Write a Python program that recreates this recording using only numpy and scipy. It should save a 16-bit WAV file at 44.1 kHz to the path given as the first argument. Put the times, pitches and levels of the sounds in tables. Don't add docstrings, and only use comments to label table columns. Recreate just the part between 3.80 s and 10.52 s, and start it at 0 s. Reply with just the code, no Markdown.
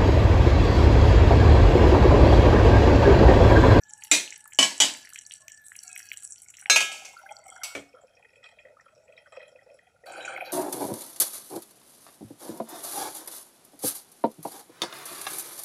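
import sys
import numpy as np
from scipy import signal
from scipy.fft import rfft, irfft
from scipy.io import wavfile
from scipy.ndimage import uniform_filter1d

SR = 44100
rng = np.random.default_rng(int(sys.argv[2]) if len(sys.argv) > 2 else 0)


def voltage_ratio(level):
    return 10 ** (np.asarray(level, float) / 20)


def transcribe(u):
    v = np.clip(np.atleast_2d(u).T, -1, 1)
    q = np.round(v * 32767).astype(np.int16)
    wavfile.write(sys.argv[1], SR, q)


N = 296352
T = np.arange(N) / SR

LID_MOVES_S = [
    2.9,
    4.0,
    6.26,
]
GATE_EDGES_HZ = [300, 1000, 3600, 6800, 15000]
# [f/Hz, width/Hz, level/dB]
OPEN_AIR = [(890, 69, -21.5), (2370, 520, 8), (4468, 200, 8), (5760, 306, 4.5), (6650, 160, -9.5),
            (7660, 890, -10), (8660, 82, -14), (9100, 170, -16.5), (10120, 470, -17)]
# [t/s, peak/dB, f/Hz]
POPS = [(0.2228, -34.5, 2500), (0.477, -25, 2900), (0.5242, -26.5, 2200), (0.6568, -35, 1220),
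        (0.722, -35.5, 2360), (1.092, -25, 2600), (1.149, -32.5, 2100), (1.25, -37.5, 1960),
        (1.272, -36.5, 1980), (1.325, -43, 1360), (1.3585, -26.5, 2500), (1.51, -25, 3110),
        (1.682, -33, 2440), (1.9182, -33, 1790), (1.954, -36.5, 2590), (2.1623, -25, 2370),
        (2.2018, -35, 1820), (2.3164, -20, 2370), (2.39, -41.5, 3510), (2.56, -43.5, 3130),
        (2.7394, -37, 2690), (2.785, -40, 2050), (2.8587, -10, 2170)]
# [t/s, peak/dB, f/Hz]
SPITS = [(.035, -40, 6130), (0.107, -34, 6570), (0.135, -22, 7250), (0.2362, -23.5, 6960),
         (.505, -25, 6800), (.528, -30, 7100), (.56, -35, 6800), (0.641, -30.5, 9000), (0.734, -27, 7740),
         (.747, -33, 6500), (0.979, -23, 7560), (1.1376, -25.5, 7660), (1.1721, -44, 7700),
         (1.2284, -42, 5660), (1.254, -39.5, 5670), (1.2913, -53, 5900), (1.348, -36, 7700),
         (1.396, -45, 7900), (1.42, -33.5, 9100), (1.4509, -48, 4300), (1.3339, -28.5, 7660),
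         (1.3885, -24, 7200), (1.4641, -29, 6650), (1.5194, -42.5, 5760), (1.5373, -25, 7900),
         (1.555, -44, 5900), (1.5602, -34.5, 8240), (1.6811, -27.5, 6650), (1.719, -28, 7250),
         (1.7462, -37, 7320), (1.7737, -52.5, 4730), (1.867, -27.5, 9100), (1.8829, -35, 7400),
         (1.9648, -30.5, 7280), (1.9891, -31, 5760), (2.0341, -28.5, 7770), (2.0785, -25.5, 6950),
         (2.1289, -24, 7900), (2.1663, -42, 8150), (2.177, -23, 8370), (2.1937, -39, 5850),
         (2.2282, -37.5, 5850), (2.2875, -37, 5950), (2.3145, -55, 5730), (2.3304, -35, 8100),
         (2.3722, -23.5, 7900), (2.4048, -38, 8200), (2.4324, -41, 8530), (2.4496, -23, 8200),
         (2.4746, -31.5, 7300), (2.5057, -26.5, 8700), (2.5217, -23, 7100), (2.5569, -39.5, 7650),
         (2.5809, -43, 5510), (2.6188, -40, 7640), (2.6846, -32, 7000), (2.769, -29.5, 6730),
         (2.8123, -25.5, 9100)]
# [t/s, peak/dB, f/Hz]
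TAIL_SPRAY = [(1.155, -49, 11000), (1.173, -39.5, 11500), (1.197, -46.5, 11500), (1.212, -50.5, 11100)]
# [t/s, peak/dB, f/Hz]
LID_POPS = [(2.66, -51.5, 2200), (2.662, -61, 1460), (2.686, -51.5, 2210), (2.715, -69, 1460),
            (2.822, -45, 1520), (2.825, -49, 2245), (3.461, -39, 1570), (3.4914, -40, 2406),
            (3.7208, -42.5, 1344), (3.7626, -42, 1570), (3.813, -41, 1460), (3.8372, -36, 2250),
            (4.1296, -54, 2470), (4.1456, -49, 1346), (4.1654, -48.5, 1330), (4.28, -61, 2500),
            (4.3696, -52.5, 2490), (4.4257, -50, 2440), (4.4494, -49, 1930), (4.4923, -54.5, 2500),
            (4.5332, -51.5, 2464), (4.5572, -52, 2550), (4.628, -49.5, 1950), (4.6614, -41, 2480),
            (4.7884, -39.5, 2484), (4.8515, -44.5, 1930), (4.9667, -48, 1260), (4.9967, -47, 1848),
            (5.0602, -48.5, 1340), (5.08, -58, 2490), (5.28, -51.5, 2490), (5.3239, -49, 2510),
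            (5.3765, -42, 2380), (5.458, -47.5, 1490), (5.5243, -48, 1265), (5.5694, -41, 2510),
            (5.6036, -40.5, 1920), (5.6317, -49, 2510), (5.7584, -50.5, 2520), (5.7894, -50.5, 1976),
            (5.9, -55, 2494), (5.9912, -47.5, 1924), (6.07, -57, 2480), (6.161, -57, 1398),
            (6.2389, -49, 1910), (6.2601, -47.5, 1470), (6.3564, -34.5, 1393), (6.4052, -55, 1350),
            (6.4472, -31, 2370), (6.477, -25.5, 1456), (6.5186, -32, 1550), (6.562, -28, 2180),
            (6.6071, -23.5, 2390)]
# [t/s, peak/dB, f/Hz]
LID_TICKS = [(3.004, -31, 4200), (3.007, -17, 8100), (3.116, -39, 4520), (3.127, -25, 8500),
             (3.177, -41, 4370), (3.289, -39, 7800), (3.253, -29.5, 6260), (3.375, -48.5, 4580),
             (3.5225, -38.5, 6540), (3.566, -38, 4850), (3.64, -42, 7840), (3.667, -38, 8200),
             (3.701, -29.5, 7880), (3.762, -44, 6150), (3.8353, -25, 5760)]
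# [t/s, peak/dB, f/Hz]
SHUT_TICKS = [(4.27, -59.5, 5410), (4.352, -55.5, 5600), (4.6414, -49, 3470), (4.661, -56, 4400),
              (5.01, -55.5, 5700), (5.15, -57, 5700), (5.569, -60, 4990), (5.614, -51, 3200),
              (5.945, -60.5, 5620), (5.3657, -52, 3810), (5.5233, -56, 7500), (6.3027, -54, 4620),
              (6.3216, -42.5, 7700), (6.406, -43, 3000), (6.4523, -36, 6770), (6.6379, -42, 2400),
              (6.6609, -51, 3000), (6.6993, -54, 3550), (6.716, -60, 5960)]


def rms_one(x):
    return x / np.sqrt(np.mean(x ** 2) + 1e-20)


def band(x, low, high, order=2):
    return signal.sosfilt(signal.butter(order, [low, high], "band", fs=SR, output="sos"), x)


def low_pass(x, hz, order=2):
    return signal.sosfilt(signal.butter(order, hz, fs=SR, output="sos"), x)


def coloured(points, size, peaky_db=0):
    hz, db = np.transpose(points)
    grid = np.maximum(np.fft.rfftfreq(size, 1 / SR), 1)
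    peaks = np.interp(grid / 45., np.arange(999), rng.standard_normal(999))
    peaks *= peaky_db * np.minimum(grid / 1500, 1)
    shape_db = np.interp(np.log(grid), np.log(hz), db) + peaks
    return rms_one(irfft(rfft(rng.standard_normal(size)) * voltage_ratio(shape_db), size))


def resonance(x, hz, width):
    r = np.exp(-np.pi * max(width, 20) / SR)
    feedback = [1, -2 * r * np.cos(2 * np.pi * hz / SR), r * r]
    return signal.lfilter((1 - r * r) / 2 * np.array([1, 0, -1]), feedback, x)


def double_resonance(x, hz, width):
    return resonance(resonance(x, hz, width), hz, width)


def add(out, s, sound):
    i = int(round(s * SR))
    out[i:i + len(sound)] += sound[:N - i]


def lid_state(s):
    return np.searchsorted(LID_MOVES_S, s)


def room_floor():
    # [f/Hz, level/dB per Hz]
    floor = [(15, -38), (25, -15.5), (92, 4.5), (451, -12), (887, -5), (1070, -28.5), (1440, 2.5),
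             (1610, -19), (2480, -8.5), (2840, -19), (7710, -18), (16000, -34)]
    return voltage_ratio(-71.5) * coloured(floor, N)


def far_tones():
    # [t/s, level/dB, f/Hz]
    whistle = [(0, -61, 1724), (.7, -61.5, 1722), (1.619, -64.5, 1720), (1.75, -57.5, 1750),
               (1.85, -60.5, 1723), (2, -66, 1679), (2.5, -67, 1674), (2.6, -97, 1670)]
    dishes = [
        (.03, 0.18, [(860, -63.5)]),
        (1.6, 0.026, [(650, -64), (1090, -71)]),
        (2.03, 0.048, [(740, -62.5), (1380, -65), (2256, -63.5), (2740, -68)]),
        (2.07, 0.075, [(1658, -59), (2541, -56.5), (3268, -72)]),
    ]
    at, level_db, pitch = np.transpose(whistle)
    a, b = low_pass(rng.standard_normal((2, N)), 22)
    phase = 2 * np.pi * np.cumsum(np.interp(T, at, pitch)) / SR
    out = rms_one(a * np.cos(phase) + b * np.sin(phase)) * voltage_ratio(np.interp(T, at, level_db))
    for s, swell_s, lines in dishes:
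        t, white = T[:SR] / swell_s, rng.standard_normal(2 * SR)
        sung = sum(voltage_ratio(db) * rms_one(double_resonance(white, hz, 55)[SR:]) for hz, db in lines)
        add(out, s, sung * t * np.exp(1 - t))
    return out


def wall_ring(x, width_hz, count):
    pitches = np.exp(rng.uniform(np.log(2800), np.log(15000), count))
    return rms_one(sum(resonance(x, hz, width_hz) for hz in pitches))


def pot_air(per_s, spread_db, hiss_db, valley_db):
    # [f/Hz, width/Hz, level/dB]
    ajar_air = [(656, 170, -6), (760, 83, -3), (1395, 120, 0), (2120, 120, -2), (3250, 200, -12),
                (4500, 180, -7.5), (5760, 140, -3.5), (7880, 940, -14), (10480, 420, -21.5)]
    shut_air = [(575, 138, 9.5), (1240, 218, -6), (1930, 150, -4), (2510, 91, -1), (3200, 136, -17.5),
                (3730, 46, -25), (5300, 313, -17), (7900, 550, -5.5), (10100, 102, 10)]
    lifted_air = [(313, 184, -6), (521, 92, -0.5), (739, 107, 2), (1460, 190, 0.5), (2390, 294, -2),
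                  (3000, 280, -19), (3870, 130, -7), (4500, 140, -10.5)]
    crackle_levels = [
        -1.5,
        -3,
        -3,
        0.5,
    ]
    strength_db = spread_db * np.minimum(rng.exponential(1, N), 4)
    grains = rms_one((rng.random(N) < per_s / SR) * voltage_ratio(strength_db) * rng.choice([-1, 1], N))
    hiss = voltage_ratio(hiss_db) * rng.standard_normal(N)
    hiss = hiss + 0.75 * wall_ring(grains + hiss, width_hz=45, count=40)
    muffled = low_pass(grains, 3800, order=3)
    states = [OPEN_AIR, ajar_air, shut_air, lifted_air]
    crackles = [grains, grains, muffled, muffled]
    moves = [0, *[int(s * SR) for s in LID_MOVES_S], N]
    out = np.zeros(N)
    for peaks, crackle, crackle_db, a, b in zip(states, crackles, crackle_levels, moves, moves[1:]):
        x = voltage_ratio(crackle_db) * crackle[a:b] + hiss[a:b]
        air = voltage_ratio(valley_db) * x
        for hz, width, db in peaks:
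            air = air + voltage_ratio(db) * double_resonance(x, hz, 1.5 * width)
        for low, high in zip(GATE_EDGES_HZ, GATE_EDGES_HZ[1:]):
            out[a:b] += rms_one(band(air, low, high, order=3))
    return out


def suppressor(air, gulps, spray, release_s, shut_db, chance_per_s, favour):
    # [0.3-1 kHz/dB, 1-3.6 kHz/dB, 3.6-6.8 kHz/dB, 6.8-15 kHz/dB]
    sizzle_db = [
        (-83.5, -70, -63, -55),
        (-62.5, -61.5, -67.5, -68),
        (-62.5, -70, -71.5, -75.5),
        (-42, -42.5, -58, -62),
    ]
    # [t/s, level/dB]
    boil = [(0, -3), (.12, 0), (.3, 13), (.62, -14), (1.0, 16), (1.5, -6), (1.8, -8.5), (2.2, 15),
            (2.5, -1.5), (2.85, 0), (3.53, 3), (4.7, 2.5), (5.2, 3), (5.65, 5.5), (6.2, -2), (6.28, -4.5),
            (6.4, 4), (6.52, 2), (6.66, -1.5), (6.72, 1.5)]
    # [t/s, f/Hz]
    steam_hz = [(6.26, 8650), (6.42, 8300), (6.53, 8450), (6.59, 11500), (6.72, 12500)]
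    # [t/s, level/dB, centre f/Hz]
    surges = [
        (5.524, -45, 1500),
        (4.632, -52, 2300),
        (6.26, -54, 8000),
        (5.94, -66, 13000),
    ]
    # [t/s, level/dB, centre f/Hz]
    puffs = [
        (6.3, -54, 5600),
        (6.42, -51, 6550),
        (6.65, -38.5, 4950),
        (6.68, -57, 5300),
    ]
    chance_db = [3.5, 6.5, -2.5, 5]
    rest_db = [-20, -12, -13.5, -6.5]
    favour_share = [0.59, 1, 1, 0.27]
    # (events, opening dB, reach octaves)
    bursts = [(POPS, -16, .6), (SPITS + LID_TICKS, -21, .35), (surges, -4, 1.4), (LID_POPS, -11, .4),
              (gulps, -9, .4), (spray, -8, .3), (SHUT_TICKS, -8, .3), (TAIL_SPRAY, -10, .3), (puffs, -4, .3)]
    step = 64
    t = T[::step]
    lid = lid_state(t)
    levels = np.transpose(sizzle_db)[:, lid] + np.interp(t, *np.transpose(boil))
    steam_centre = np.interp(t, *np.transpose(steam_hz))
    edges, out = np.geomspace(300, 15000, 25), np.zeros(N)
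    fade = np.exp(-step / SR / release_s)
    for low, high in zip(edges, edges[1:]):
        hz = np.sqrt(low * high)
        steam_db = 2.5 - np.minimum(45 * np.log2(hz / steam_centre) ** 2, 12)
        wide = np.searchsorted(GATE_EDGES_HZ, hz) - 1
        rest = voltage_ratio(levels[wide] + steam_db * (lid == 3) * (hz > 5500))
        by_chance = rng.random(len(t)) < chance_per_s * step / SR
        luck_db = np.clip(4 * rng.standard_normal(len(t)), -9, 5)
        kicks = np.minimum(rest, voltage_ratio(-58)) * by_chance * voltage_ratio(np.take(chance_db, lid) + luck_db)
        for events, open_db, reach_octaves in bursts:
            at, db, burst_hz = np.transpose(events)
            near_db = -6 * (np.log2(burst_hz / hz) / reach_octaves) ** 4
            np.add.at(kicks, (at * SR / step).astype(int), voltage_ratio(np.minimum(db, -30) + open_db + near_db))
        gate = voltage_ratio(np.take(rest_db, lid)) * rest + signal.lfilter([1], [1, -fade], kicks)
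        gate *= gate ** 2 / (gate ** 2 + voltage_ratio(shut_db) ** 2)
        heard = band(air, low, high, order=3)
        quick = uniform_filter1d(np.abs(heard), size=640)[::step]
        liveliness = quick / (uniform_filter1d(quick, size=160) + 1e-9)
        gate *= liveliness ** (favour * np.take(favour_share, lid))
        out += np.interp(T, t, gate) * heard
    return out


def bubbles(events, cycles, spread):
    out, t = np.zeros(N), T[:int(.04 * SR)]
    for (s, db, hz), white in zip(events, rng.standard_normal((len(events), len(t)))):
        puff = (np.sin(2 * np.pi * hz * t) + 0.5 * white) * t * np.exp(-t * hz / cycles)
        snap = band(puff, hz / spread, min(hz * spread, .45 * SR), order=3)
        add(out, s, voltage_ratio(min(db, -20)) * snap / np.abs(snap).max())
    return out


def through_pot(x, direct):
    x_safe = x + 1e-18
    rung = sum(voltage_ratio(db / 2) * double_resonance(x_safe, hz, 2 * width) for hz, width, db in OPEN_AIR[2:])
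    return direct * x + 2.43 * rung


def spray_events():
    # [t/s, peak/dB]
    droplets = [(0.179, -41.5), (0.2424, -32), (0.5784, -37.5), (0.6767, -35.5), (1.249, -41), (1.292, -37),
                (1.336, -42), (1.4724, -42.5), (1.5217, -37.5), (1.681, -39.5), (1.8177, -46.5),
                (1.8575, -40), (1.8668, -42), (1.8833, -37), (1.9332, -50), (1.9634, -31.5),
                (2.0344, -32.5), (2.157, -35), (2.1761, -36), (2.192, -36.5), (2.243, -45), (2.3233, -35.5),
                (2.379, -38), (2.4031, -45), (2.4347, -32), (2.4769, -44), (2.5867, -50), (2.6193, -38.5),
                (2.7044, -41.5), (2.7907, -41.5)]
    return [(s, db, 10800 * np.exp(0.098 * rng.standard_normal())) for s, db in droplets]


def gulp_events():
    # [t/s, peak/dB]
    swallows = [(2.615, -65), (2.685, -64), (2.82, -54.5), (2.858, -44.5), (2.88, -44.5), (3.094, -39.5),
                (3.219, -42.5), (3.437, -47), (3.46, -46), (3.649, -46.5), (3.715, -45), (4.138, -43),
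                (4.186, -58.5), (4.239, -46), (4.32, -70), (4.369, -54.5), (4.527, -60), (4.606, -54.5),
                (4.732, -58), (4.85, -42.5), (4.895, -49), (5.178, -52), (5.285, -47.5), (5.353, -51.5),
                (5.525, -48), (5.571, -40.5), (5.61, -46), (5.718, -53.5), (5.753, -47), (5.863, -49.5),
                (5.908, -51), (5.943, -51.5), (6.144, -57.5), (6.238, -47), (6.268, -43), (6.287, -45),
                (6.381, -36), (6.445, -47), (6.5, -38), (6.56, -39.5), (6.603, -43), (6.623, -35.5)]
    air_hz = [
        800,
        768,
        512,
        639,
    ]
    return [(s, db, air_hz[lid_state(s)]) for s, db in swallows]


def boiling_bursts(gulps, spray):
    out = through_pot(bubbles(SPITS + LID_TICKS, cycles=1.62, spread=1.31), direct=0.08)
    out += bubbles(spray, cycles=3.5, spread=1.5)
    out += band(bubbles(POPS, cycles=0.92, spread=1.88), 1290, 3100)
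    out += bubbles(TAIL_SPRAY, cycles=2.5, spread=1.35)
    out += band(bubbles(gulps, cycles=3.05, spread=7.3), 180, 1000)
    out += bubbles(LID_POPS, cycles=3.27, spread=1.16)
    return out + bubbles(SHUT_TICKS, cycles=6.8, spread=1.34)


def overtones(points, count, spread_db):
    hz, db = np.transpose(points)
    pitch = np.exp(rng.uniform(np.log(1200), np.log(15500), count)).astype(int)
    lines = np.zeros(SR // 2 + 1, complex)
    strength_db = np.interp(np.log(pitch), np.log(hz), db) + 10 * np.log10(pitch)
    strength_db += spread_db * np.clip(rng.standard_normal(count), -3, 1.3)
    lines[pitch] = voltage_ratio(strength_db) * np.exp(2j * np.pi * rng.random(count))
    return rms_one(irfft(lines, SR))


def blow(events, modes, colour, ring_db, overtone_db, damped_s=9):
    out, t = np.zeros(N), T[:SR]
    hz, db, t60 = np.transpose(modes)[:, :, None]
    rise_s = np.where(hz < 1100, 4.0 / hz, .0006)
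    short = overtones(colour, count=70, spread_db=1.5)
    lasting = overtones(colour, count=50, spread_db=0.0)
    for s, peak_db, clatter_db, clatter_t60 in events:
        uneven_db = rng.normal(0, 1.5, hz.shape)
        strength = voltage_ratio(db + ring_db + uneven_db - 60 * t / np.minimum(t60, .6))
        tones = np.sin(2 * np.pi * (hz * t + rng.random(hz.shape)))
        rings = np.sum(strength * np.minimum(t / rise_s, 1) * tones, axis=0)
        rings *= voltage_ratio(-900 * np.maximum(t - damped_s, 0))
        noise = coloured(colour, SR, peaky_db=5)
        bass = low_pass(noise, 700)
        decay_db = -60 * t / clatter_t60
        clatter = 0.67 * (noise - bass) * voltage_ratio(decay_db) * (1 + 0.57 * np.exp(-t / 0.015))
        clatter += bass * voltage_ratio(decay_db / 0.97) * np.minimum(t / 0.026, 1)
        turn = rng.integers(SR)
        clatter += voltage_ratio(overtone_db) * np.roll(short, turn) * voltage_ratio(decay_db / .6)
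        clatter += voltage_ratio(overtone_db - 4.5) * np.roll(lasting, turn) * voltage_ratio(decay_db / 1.05)
        add(out, s, voltage_ratio(peak_db) * (rings + voltage_ratio(clatter_db) * clatter))
    return out


def spoon_taps():
    # [t/s, peak/dB, clatter/dB re peak, clatter t60/s]
    tap_1 = [
        (0.314, -5.5, -5, 0.31),
    ]
    tap_2 = [
        (0.788, 0.5, -9, 0.21),
        (0.827, -6.5, -14, 0.39),
    ]
    tap_3 = [
        (1.002, -3, -9.5, 0.21),
        (1.02, -7.5, -13, 0.4),
    ]
    # [f/Hz, level/dB, t60/s]
    ring_1 = [(298, -15, 0.19), (612, -22, 0.16), (2132, -3, .14), (2420, -8.5, 0.22), (2510, -12, 0.27),
              (3628, -22, 0.2), (3860, -18, 0.24), (3850, -15.5, .22), (5777, -14.5, 0.23),
              (5876, -12.5, 0.21), (7280, -14.5, .23), (6986, -14.5, .21), (7250, 8, .05), (9900, -21, 0.2)]
    ring_2 = [(212, -18, 0.2), (275, -11, 0.15), (650, -15, .15), (1087, -17, 0.2), (1669, -18, 0.25),
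              (2293, -10, 0.2), (2992, 4.5, .08), (3128, -15, 0.24), (4533, -16, .2), (5254, -8, .14),
              (5900, -2, .06), (6465, -16, .25), (7014, -14, .17), (7780, -9, .2)]
    ring_3 = [(308, -33, 0.22), (676, -26.5, 0.16), (2060, -13, 0.096), (2363, -15.5, 0.18),
              (3000, -3, 0.13), (3300, -6, 0.098), (3720, -12.5, 0.2), (4770, -20, 0.22), (5900, 0.5, 0.04),
              (6557, -8.5, 0.11), (7078, -6, 0.1), (2940, -15.5, .2), (7950, -8, 0.13), (8650, -19, .16)]
    # [f/Hz, level/dB per Hz]
    first_colour = [(60, -35.5), (130, -25.5), (300, -12.5), (620, -14), (1500, -19), (2350, -6.5),
                    (3000, -14), (3850, -3.5), (4800, -11.5), (7000, -6.5), (16000, -38)]
    later_colour = [(76, -51.5), (130, -25.5), (297, -8), (462, -17.5), (638, -6.5), (1080, -10),
                    (1290, -17), (2720, -9), (3070, -3.5), (3460, -10), (7910, -9.5), (16000, -41)]
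    out = blow(tap_1, ring_1, first_colour, ring_db=-4.0, overtone_db=-11.5)
    out += blow(tap_2, ring_2, later_colour, ring_db=-9.0, overtone_db=-13.0)
    return out + blow(tap_3, ring_3, later_colour, ring_db=-4.5, overtone_db=-5.5)


def lid_blows():
    # [t/s, peak/dB, clatter/dB re peak, clatter t60/s]
    lands = [
        (2.898, -1.5, -17.5, 0.34),
    ]
    seats = [
        (2.96, -6, -10.5, 0.18),
        (3.005, -16.5, -9.5, 0.35),
        (3.117, -34.5, -6, 0.73),
        (3.249, -36.5, -7.5, 0.27),
    ]
    nudge = [
        (3.834, -30, -8, 0.39),
    ]
    press = [
        (3.951, -20.5, -12, 0.25),
    ]
    # [f/Hz, level/dB, t60/s]
    free_modes = [(739, -12, .04), (1300, -20, .5), (1558, -0.5, 0.025), (1655, -14, .4), (2174, -17, .5),
                  (2250, -13, 0.67), (2580, -16, .4), (2775, -8, 0.1), (3671, -13, .6), (4070, -6, 0.56),
                  (5114, -10, .17), (5792, -12, 0.14), (6382, -4, .3), (8080, -12, 0.17)]
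    seated_modes = [(640, 0, .025), (1303, -21, .55), (1658, -18, .45), (2175, -13, .56), (2310, -17, .5),
                    (2435, -16, .5), (2503, -5, .22), (2746, -10, .2), (2995, -17, .47), (3670, -20, .55),
                    (6261, -18, .4), (3250, -20, .5), (7650, -24, .5), (1960, -22, .4)]
    nudge_modes = [(2220, -1, 0.59), (6160, 3, 0.089), (7900, 3.5, 0.3), (10530, 2, 0.11),
                   (11600, 1, 0.091)]
    press_modes = [(282, -9, .3), (600, -4, .06), (2300, -6, .12)]
    # [f/Hz, level/dB per Hz]
    landing_colour = [(59, -67.5), (100, -25), (595, -6), (1680, -12.5), (1830, -20.5), (2520, 3.5),
                      (3470, -12), (6420, -5), (16000, -32)]
    nudge_colour = [(180, -69), (300, -38), (689, 5), (1810, -14), (2250, -5.5), (7950, -5), (16000, -22.5)]
    press_colour = [(80, -3.5), (150, -9), (280, -5.5), (600, 0.5), (1010, -20.5), (2200, -12.5),
                    (4500, -24), (8000, -22), (16000, -49)]
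    out = blow(lands, free_modes, landing_colour, ring_db=-9.5, overtone_db=0.5, damped_s=.058)
    out += blow(seats, seated_modes, landing_colour, ring_db=-6.0, overtone_db=-1.0)
    out += blow(nudge, nudge_modes, nudge_colour, ring_db=-9.0, overtone_db=2.5)
    out += blow(press, press_modes, press_colour, ring_db=-8.0, overtone_db=-11.0)
    return signal.sosfilt(signal.butter(2, 110, "high", fs=SR, output="sos"), out)


def rim_whine():
    tone = rms_one(resonance(rng.standard_normal(N), 10000, 120))
    return voltage_ratio(-88.5) * tone * (lid_state(T) == 2)


def hand_rumble():
    # [t/s, level/dB]
    handling = [
        (6.25, -100),
        (6.3, -67.5),
        (6.55, -66.5),
        (6.66, -72),
        (6.72, -69),
    ]
    return voltage_ratio(np.interp(T, *np.transpose(handling))) * rms_one(band(rng.standard_normal(N), 90, 380))


def scene():
    room = room_floor() + far_tones()
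    air = pot_air(per_s=640, spread_db=5.0, hiss_db=-9.0, valley_db=-24.0)
    gulps, spray = gulp_events(), spray_events()
    pot = suppressor(air, gulps, spray, release_s=0.041, shut_db=-75.0, chance_per_s=7, favour=0.47)
    pot += boiling_bursts(gulps, spray)
    blows = spoon_taps() + lid_blows()
    return (room + pot + blows + rim_whine() + hand_rumble())[None]


def roll_off(x):
    return signal.sosfilt(signal.butter(12, 16490, fs=SR, output="sos"), x)


def record(dry):
    level_db = 20 * np.log10(np.abs(dry[0]) + 1e-9)
    release_db = 250 * T
    held_db = np.maximum.accumulate(level_db + release_db) - release_db
    gain = uniform_filter1d(voltage_ratio(-.8 * np.maximum(held_db + 5.5, 0)), size=61, origin=-30)
    mix = signal.sosfilt(signal.cheby2(8, 22, 15900, fs=SR, output="sos"), dry * gain)
    return roll_off(mix)


dry = scene()
out = record(dry)
transcribe(out)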